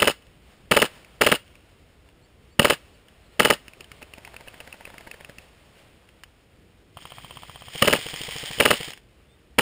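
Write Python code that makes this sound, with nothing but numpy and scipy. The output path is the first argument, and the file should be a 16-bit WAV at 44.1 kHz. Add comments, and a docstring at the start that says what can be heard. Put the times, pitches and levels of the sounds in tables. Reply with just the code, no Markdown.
"""An airsoft rifle with a camera on its rail fires short bursts over a field, 19 shots a second.
Each shot is a gearbox cycle: ringing modes and scraping noise, a slam pulse and a softer recoil bump.
Other guns, built from coloured noise puffs and rings, fire long bursts; two of them whirr close by.
Clicks, dull knocks and faint echoes join them over low air rumble, a background noise whose level
rises and falls, and a bird of swept sine notes."""
import sys
import numpy as np
from scipy import signal
from scipy.fft import rfft, irfft, next_fast_len
from scipy.io import wavfile
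from scipy.ndimage import map_coordinates

SR = 44100
rng = np.random.default_rng(int(sys.argv[2]) if len(sys.argv) > 2 else 0)


def bounce(signal):
    """Save signal as a 16-bit WAV file at the path given by the first command-line argument."""
    frames = np.transpose(np.atleast_2d(signal))
    limited = np.clip(frames, -1, 1)
    pcm = np.round(limited * 32767).astype(np.int16)
    wavfile.write(sys.argv[1], SR, pcm)


N = 423801
BLOW_T = np.arange(SR // 16) / SR  # time within one blow, s

# Colour of a dull knock, also of a shuddering shell: f/Hz, relative level/dB
KNOCK_COLOUR = [(60, -18), (250, -8), (380, -1.5), (560, -2.5), (800, -13.5), (3000, -29.5)]
# Colour of a close gun's pop: f/Hz, relative level/dB
NEAR_POP_COLOUR = [(40, -19), (120, 0.5), (350, -10), (600, -2.5), (1000, -1), (1350, -3), (1600, -9),
                   (2400, -4), (3200, 1), (3800, -16), (6000, -22.5)]
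# Colour of gear noise and latch clicks: f/Hz, relative level/dB
GEAR_COLOUR = [(100, -17), (300, -14.5), (600, -12), (900, -11), (1450, -12.5), (1950, -3), (2400, -3),
               (2700, -5), (3150, 2.5), (3800, -8), (4400, -10), (5100, -5.5), (5900, -14), (8000, -28)]


def amp(db):
    """Decibels to gain."""
    return 10 ** (np.asarray(db) / 20)


def unit(x):
    """Scale to rms 1."""
    return x / np.sqrt(np.mean(x ** 2) + 1e-20)


def gain(points, hz):
    """Gain at hz, drawn through (f/Hz, level/dB) points on a log frequency axis."""
    f, db = np.transpose(points)
    return amp(np.interp(np.log(hz + 1), np.log(f), db))


def wobble(rate):
    """A smooth random curve with rate knots a second."""
    knots = rng.standard_normal(int(N * rate / SR) + 4)
    return map_coordinates(knots, [np.arange(N) * rate / SR])


def filtered(x, response):
    """Filter x with a response given as a function of frequency."""
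    size = next_fast_len(len(x) + SR // 4)
    spectrum = rfft(x, size) * response(np.fft.rfftfreq(size, 1 / SR))
    return irfft(spectrum, size)[:len(x)]


def noise(colour):
    """Steady coloured noise of rms 1."""
    return unit(filtered(rng.standard_normal(N), lambda hz: gain(colour, hz)))


def pulse(colour, size=2048):
    """A minimum-phase pulse of this colour: it starts at once and peaks at 1."""
    cepstrum = irfft(np.log(gain(colour, np.fft.rfftfreq(size, 1 / SR))))
    # Folding the cepstrum forward in time makes the pulse causal
    fold = np.r_[1, np.full(size // 2 - 1, 2), 1, np.zeros(size // 2 - 1)]
    shape = irfft(np.exp(rfft(cepstrum * fold)))
    return shape / np.abs(shape).max()


def ring(modes):
    """Damped sine modes of a struck body, one a row."""
    hz, db, t60 = np.transpose(modes)[:, :, None]
    return amp(db - 60 * BLOW_T / t60) * np.sin(2 * np.pi * hz * BLOW_T)


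def struck(modes, count, scatter_db):
    """Sum the modes at new random strengths for every blow, one blow a row."""
    strengths = amp(scatter_db * rng.standard_normal((count, len(modes))))
    return strengths @ modes


def puffs(colour, t60, count, alike):
    """Dying noise bursts that start near rms 1, one a row; the share alike repeats in each."""
    fade = amp(-60 * BLOW_T / t60)
    white = rng.standard_normal((count + 1, len(BLOW_T)))
    white = np.sqrt(alike) * white[0] + np.sqrt(1 - alike) * white[1:]
    bursts = signal.fftconvolve(white * fade, colour[None], axes=1)[:, :len(BLOW_T)]
    return bursts * np.linalg.norm(fade) / np.linalg.norm(bursts, axis=1, keepdims=True)


def add(track, s, sound):
    """Mix a sound into the track at time s; it may begin before the track does."""
    start = round(s * SR)
    sound = sound[max(-start, 0):]
    part = track[max(start, 0):][:len(sound)]
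    part += sound[:len(part)]


def noise_hits(events, colour, contacts):
    """Each event is a few quick contacts, each a dying puff of noise in the given colour."""
    out, shape = np.zeros(N), pulse(colour)
    for delay, contact_db, t60 in contacts:  # t/s, level/dB, t60/s
        hits = puffs(shape, t60, len(events), alike=0.42)
        for (s, db), hit in zip(events, hits):
            add(out, s + delay, amp(db + contact_db) * hit)
    return out


def burst(first, period, db, spin_up_s, count):
    """Shot times and levels: a motor's starting lag shrinks until the pace is even."""
    lag_left = .19  # share of the lag still to come after each shot
    scatter_db = .7  # shots are unequally loud
    k = np.arange(count)
    times = first + period * k + spin_up_s * (1 - lag_left ** k)
    return times, db + scatter_db * rng.standard_normal(count)


def gears(times, lead_s, run_on_s, db):
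    """Gritty gear noise that rises with a burst, labours once a shot and coasts down after it."""
    rise_db_per_s, fall_db_per_s = 230, 220
    load_db, hardest_at = 1.6, .72  # swing each way; share of the cycle where the load peaks
    t = np.arange(N) / SR
    early = np.maximum(times[0] - lead_s - t, 0)
    late = np.maximum(t - times[-1] - run_on_s, 0)
    cycle = np.interp(t, times, np.arange(len(times)))
    load = np.cos(2 * np.pi * (cycle - hardest_at))  # gears labour as the spring winds
    level_db = db + load_db * load - rise_db_per_s * early - fall_db_per_s * late
    grit_db = 1.3 * wobble(170) + 1.4 * wobble(700)
    return amp(level_db + grit_db) * noise(GEAR_COLOUR)


def rifle():
    """The piston clatters through the receiver, slams home, and the gun bumps while its spring rings."""
    # Trigger pulls: start of the first stroke t/s, delay of the first slam t/s
    pulls = [(-.031, .0078), (.7141, .0077), (1.2128, .0076), (2.5947, .0026), (3.3969, .0078),
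             (7.823, .0027), (8.6012, .0076), (9.586, .0076)]
    # Contacts of one cycle: nominal t/ms after the stroke starts, receiver level/dB, spring level/dB,
    # scrape level/dB before its trim, scrape t60/ms
    cycle = [(-3, -9, -20.5, -12.5, 9), (0, -1.5, -5, 1, 16), (1.91, -5.5, -4, -3, 16),
             (4, -5, -19.5, -5, 6.7), (6.5, -6, -19.5, -6, 36), (11.5, -12, -16.5, -10, 37),
             (20.5, -29, -16, -18, 22), (22.5, -36.5, -14.5, -16.5, 67), (26, -19, -18.5, -15.5, 16),
             (33, -29.5, -13, -15, 84), (34.5, -28.5, -16.5, -18, 60), (39.5, -31, -21, -21.5, 45)]
    # Receiver modes: f/Hz, level/dB, t60/s
    receiver_modes = [(165, -22, 0.057), (224, -14.5, 0.051), (290, -21, 0.026), (426.6, -20, 0.054),
                      (568, -14, 0.063), (860, -14, 0.028), (1243, -15.5, 0.027), (1601, -16.5, 0.02),
                      (1839, -15, 0.02), (2297, -17.5, 0.024)]
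    # Spring modes: f/Hz, level/dB, t60/s
    spring_modes = [(2698, -14, 0.023), (2864, -8, 0.023), (2942, -17.5, 0.05), (3170, -22, .02),
                    (3816, -21, 0.013), (4350, -22.5, .02), (5037, -19.5, .025)]
    # Colour of the scraping contacts: f/Hz, relative level/dB
    scrape_colour = [(30, -22.5), (150, -7.5), (600, -3.5), (1500, 1.5), (2600, -4.5), (4000, -4.5),
                     (5500, -10)]
    # Colour of the piston slam: f/Hz, relative level/dB
    slam_colour = [(20, -15.5), (120, -13), (300, -1), (500, 8.5), (750, -6.5), (1300, 0), (1950, 3),
                   (2800, -8), (4500, -15), (9000, -21.5)]
    # Colour of the recoil bump: f/Hz, relative level/dB
    bump_colour = [(20, -20.5), (100, -4.5), (250, -3), (430, 1), (700, -6), (1200, -11.5), (2500, -30.5),
                   (8000, -63.5)]
    cycle_s = .0524  # from shot to shot
    slam_s = .0078  # from stroke to slam once the gearbox is running
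    first_db, next_db = 1.4, .45  # a burst opens with its hardest shot
    shots = [(s + k * cycle_s, slam_s if k else first_slam, next_db if k else first_db)
             for s, first_slam in pulls for k in range(3)]
    count, stroke = len(shots), np.transpose(shots)[1]
    receiver, spring = ring(receiver_modes), ring(spring_modes)
    scrape, slam, bump = pulse(scrape_colour), pulse(slam_colour), pulse(bump_colour)
    out = np.zeros(N)
    for ms, receiver_db, spring_db, scrape_db, scrape_ms in cycle:
        blows = amp(receiver_db) * struck(receiver, count, scatter_db=3.0)
        blows += amp(spring_db) * struck(spring, count, scatter_db=2.5)
        blows += amp(scrape_db - 13.0) * puffs(scrape, scrape_ms / 1000, count, alike=0.68)
        blows *= 1 - np.exp(-BLOW_T / 0.00022)  # contact force takes a moment to build
        delays = ms / 1000 * (1 + .015 * rng.standard_normal(count))  # later bounces are less exact
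        if 0 < ms / 1000 < 2 * slam_s:  # an early slam crowds the stroke's contacts together
            delays = delays * stroke / slam_s
        for (s, _, db), delay, blow in zip(shots, delays, blows):
            add(out, s + delay, amp(db) * blow)
    for s, slam_delay, db in shots:
        add(out, s + slam_delay, -amp(db + 3) * slam)
        add(out, s + .0257, -amp(db - 12.5) * bump)
    return filtered(out, lambda hz: (1j * hz / (1j * hz + 80)) ** 2)  # a small body radiates little bass


def field():
    """Low air rumble and a background of shaped noise under a level contour, with a bird of swept sines."""
    # Colour of the low air: f/Hz, relative level/dB
    rumble_colour = [(13, -50), (22, -17.5), (36, -10.5), (59, -2), (125, -9), (156, -11), (231, -14),
                     (500, -16.5), (650, -39.5), (1100, -120)]
    # Colour of the field's background noise: f/Hz, relative level/dB
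    background_colour = [(150, -6.5), (350, -9), (600, -1), (900, -7), (1600, -8), (2900, -6.5),
                         (4200, -14), (6000, -15)]
    # Contour of the field's background noise (rustle, echo and blurred gun rattle) before its gain:
    # t/s, level/dB
    background_contour = [(0.18, -61), (0.46, -61), (0.76, -59), (0.89, -53), (1.0, -57), (2.14, -62),
                          (2.58, -62), (2.73, -58), (3.08, -60), (4.52, -53), (5.08, -53), (5.38, -56),
                          (6.49, -63), (6.9, -63)]
    # Brief rises of the background noise: middle t/s, rise level/dB
    swells = [(.52, 4), (.975, 4.5), (5.81, 5)]
    # Bird notes: t/s, length t/s, start f/Hz, end f/Hz
    bird_notes = [(2.205, .08, 4100, 5100), (2.49, .08, 4280, 5000), (2.92, .055, 5200, 4250),
                  (3.245, .045, 4900, 3900), (3.305, .05, 4000, 4600), (9.253, .14, 3480, 3780)]
    rumble_db, background_gain_db, bird_db = -57, 2.2, -64
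    swell_s = .07  # from a rise's middle to 1/e of its height in dB
    t = np.arange(N) / SR
    background_db = np.interp(t, *np.transpose(background_contour)) + background_gain_db
    swell_db = sum(db * np.exp(-((t - s) / swell_s) ** 2) for s, db in swells)
    out = amp(rumble_db + 1.2 * wobble(10)) * noise(rumble_colour)
    out += amp(background_db + swell_db + .7 * wobble(25)) * noise(background_colour)
    for s, length, start_hz, end_hz in bird_notes:
        sweep = np.linspace(start_hz > end_hz, end_hz > start_hz, int(length * SR))
        height = sweep ** 1.6  # lingers at the low end, sweeps fast at the top
        pitch = min(start_hz, end_hz) + abs(end_hz - start_hz) * height
        tone = np.sin(2 * np.pi * np.cumsum(pitch) / SR)
        add(out, s, amp(bird_db) * np.hanning(len(pitch)) * tone)
    return out


def clicks():
    """Short hard clicks: a quick puff of bright noise, then a brief weak rattle."""
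    # Clicks nearby: t/s, level/dB before the contact levels
    click_events = [(.2224, -42), (.2666, -40), (1.4777, -40), (2.0873, -39), (3.0833, -35), (3.8424, -30),
                    (6.0882, -36.5), (6.2348, -24), (8.933, -21), (8.974, -30)]
    # Colour of a click: f/Hz, relative level/dB
    click_colour = [(300, -20), (1000, -19), (1500, -9), (2400, -10), (3000, 1), (3800, -22), (5100, -13),
                    (7000, -26)]
    return noise_hits(click_events, click_colour, [(.001, -7, .012), (.004, -24, .05)])


def snapping_gun():
    """Bright noise snaps with a ringing ping: single shots, and a long burst that tires and slows."""
    # Long burst: first shot t/s, period t/s before slowing, level/dB before contacts, starting lag t/s
    snap_burst = (3.8072, .1096, -24.3, 0)
    # Single snaps: t/s, level/dB before the contact levels
    single_snaps = [(1.047, -33), (1.5539, -36), (3.6812, -25), (3.7344, -33.5)]
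    # Colour of the snap: f/Hz, relative level/dB
    snap_colour = [(100, -16), (600, -19), (1000, -23), (1600, -15.5), (2100, -9), (2600, -3), (2950, -14),
                   (3800, -27), (5100, -18), (7000, -25.5)]
    # Modes of the ping: f/Hz, level/dB, t60/s
    ping_modes = [(2590, -13.5, .02), (2720, -20, .025)]
    tires_after, slowing_s = 2.39, .00135  # shots; delay per squared shot since it tired
    times, levels = burst(*snap_burst, count=14)
    tired = np.maximum(np.arange(len(times)) - tires_after, 0)
    times = times + slowing_s * tired ** 2
    shots = [*zip(times, levels), *single_snaps]
    out = noise_hits(shots, snap_colour, [(0, -6.5, 0.0087), (.0015, -10, 0.011), (.004, -28, .06)])
    pings = struck(ring(ping_modes), len(shots), scatter_db=1.5)
    for (s, db), ping in zip(shots, pings):
        add(out, s + .001, amp(db) * ping)
    return out


def far_guns():
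    """Noise puffs across the field: lead-in tick, pop and short rattle a shot, and a few dull knocks."""
    # Long burst: first shot t/s, period t/s, level/dB before contacts, starting lag t/s
    far_burst = (4.2744, .06664, -31.2, 0)
    # Stray pops: t/s, level/dB before the contact levels
    single_pops = [(4.019, -31.5), (4.181, -29), (4.901, -33.5), (5.071, -29), (5.295, -28.5)]
    # Colour of a far pop: f/Hz, relative level/dB
    pop_colour = [(170, -4), (330, -8), (580, 3.5), (790, -3), (930, 0), (1150, -13), (1500, -5),
                  (2000, -3), (2850, -8), (3500, -16), (6000, -19)]
    # Dull knocks: t/s, level/dB before the contact levels
    knock_events = [(3.77, -49), (3.8, -47), (4.018, -41)]
    shots = [*zip(*burst(*far_burst, count=15)), *single_pops]
    pops = noise_hits(shots, pop_colour, [(-.005, -15, 0.041), (.001, -4.5, 0.022), (.004, -20.5, .08)])
    return pops + noise_hits(knock_events, KNOCK_COLOUR, [(0, 0, 0.051), (.01, -2, 0.057)])


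def near_gun():
    """An automatic gun gathers speed: each shot thumps, cracks, rings and ticks over its gears."""
    # Long burst: first shot t/s, settled period t/s, level/dB before fade and contacts, starting lag t/s
    near_burst = (6.9695, .06247, -23, .0253)
    # Gears: full level t/s before the first shot (negative: after), run-on t/s after the last, level/dB
    gear_run = (-.035, .05, -51.2)
    # Mode of the body thump: f/Hz, level/dB, t60/s
    body_modes = [(125, -38.5, 0.04)]
    # Modes of the shell: f/Hz, level/dB, t60/s
    shell_modes = [(985, -21, .028), (3200, -13, .028)]
    fade_db_per_s = 2.0  # it weakens over the burst
    times, levels = burst(*near_burst, count=12)
    shots = list(zip(times, levels - fade_db_per_s * (times - times[0])))
    out = noise_hits(shots, NEAR_POP_COLOUR,
                     [(.002, -9, .01), (.003, -18, .04), (.018, -20, .025), (.0522, -18.5, .03)])
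    thumps = struck(ring(body_modes), len(shots), scatter_db=2.0)
    pings = struck(ring(shell_modes), len(shots), scatter_db=1.5)
    crack = pulse(NEAR_POP_COLOUR)
    for (s, db), thump, ping in zip(shots, thumps, pings):
        add(out, s - .0025, -thump)
        add(out, s + .0017, amp(db - 5) * crack)
        add(out, s + .0015, amp(db) * ping)
    return out + gears(times, *gear_run)


def neighbour():
    """Gears grind while a close gun cycles: a dull thud, a spit of air, then the latch clicks."""
    # Long burst: first shot t/s, settled period t/s, level/dB before contacts, starting lag t/s
    close_burst = (7.7453, .0744, -26, .01)
    # Gears: full level t/s before the first shot (negative: after), run-on t/s after the last, level/dB
    gear_run = (-.008, .008, -37.5)
    # Modes of the gun's body: f/Hz, level/dB, t60/s
    thud_modes = [(150, -3.5, 0.024), (296, -7, .02), (455, -3, 0.022)]
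    times, levels = burst(*close_burst, count=16)
    shots = list(zip(times, levels))
    out = gears(times, *gear_run)
    thuds = struck(ring(thud_modes), len(shots), scatter_db=1.0)
    for (s, db), thud in zip(shots, thuds):
        soft = thud * (1 - np.exp(-BLOW_T / 0.0015))
        landing = .0135 + .0003 * rng.standard_normal()
        add(out, s + 0.00689, -amp(db + 4.0) * soft)  # the piston is let go
        add(out, s + landing, -amp(db - 2.5) * soft)  # and lands on its cushion
    out += noise_hits(shots, KNOCK_COLOUR, [(.008, -8.5, .03)])  # the shell shudders
    out += noise_hits(shots, NEAR_POP_COLOUR, [(.013, -5, .015)])  # the spit of air
    # A bright edge on the air, then the latch
    return out + noise_hits(shots, GEAR_COLOUR, [(.013, -1.5, .018), (.0338, 1.5, 0.011), (.047, -8, .03)])


def echoes(x):
    """The bank and the vegetation scatter back a weak, diffuse answer, tilted towards the treble."""
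    # Wood-chip bank, bushes, trees: delay t/s, level/dB before colouring, t60/s
    reflectors = [(.025, -26, .2), (.135, -42.5, .2), (0.221, -48, .25)]
    colour = [(150, -13), (600, -8.5), (1500, -6), (3000, -0.5), (12000, 2.5)]  # f/Hz, gain/dB
    t, answer = np.arange(SR // 2) / SR, np.zeros(SR)
    for delay, db, t60 in reflectors:
        envelope = amp(-60 * t / t60) * (1 - np.exp(-t / .008))
        tail = rng.standard_normal(len(t)) * envelope
        add(answer, delay, amp(db) * tail / np.linalg.norm(tail))
    scattered = signal.fftconvolve(x, answer)[:N]
    return filtered(scattered, lambda hz: gain(colour, hz))


def scene():
    """All guns, knocks and clicks, their echoes and the field, in mono."""
    guns = rifle() + clicks() + snapping_gun() + far_guns() + near_gun() + neighbour()
    return (guns + echoes(guns) + field())[None]


def record(dry):
    """The camera clips and holds samples at a low rate: the steps mirror the sound into the treble."""
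    hold_hz, band_hz, top_hz = 12000, 5600, 15450  # hold rate; cutoffs before and after it
    narrow = filtered(dry[0], lambda hz: 1 / np.sqrt(1 + (hz / band_hz) ** 50))
    clipped = np.clip(narrow, -1, 1)
    # Only the first pair of mirror images around the hold rate is made
    mirrored = clipped * (1 + 2 * np.cos(2 * np.pi * hold_hz * np.arange(N) / SR))
    # The sinc is the treble loss of holding each sample
    return filtered(mirrored, lambda hz: np.sinc(hz / hold_hz) / np.sqrt(1 + (hz / top_hz) ** 160))[None]


dry = scene()
out = record(dry)
bounce(out)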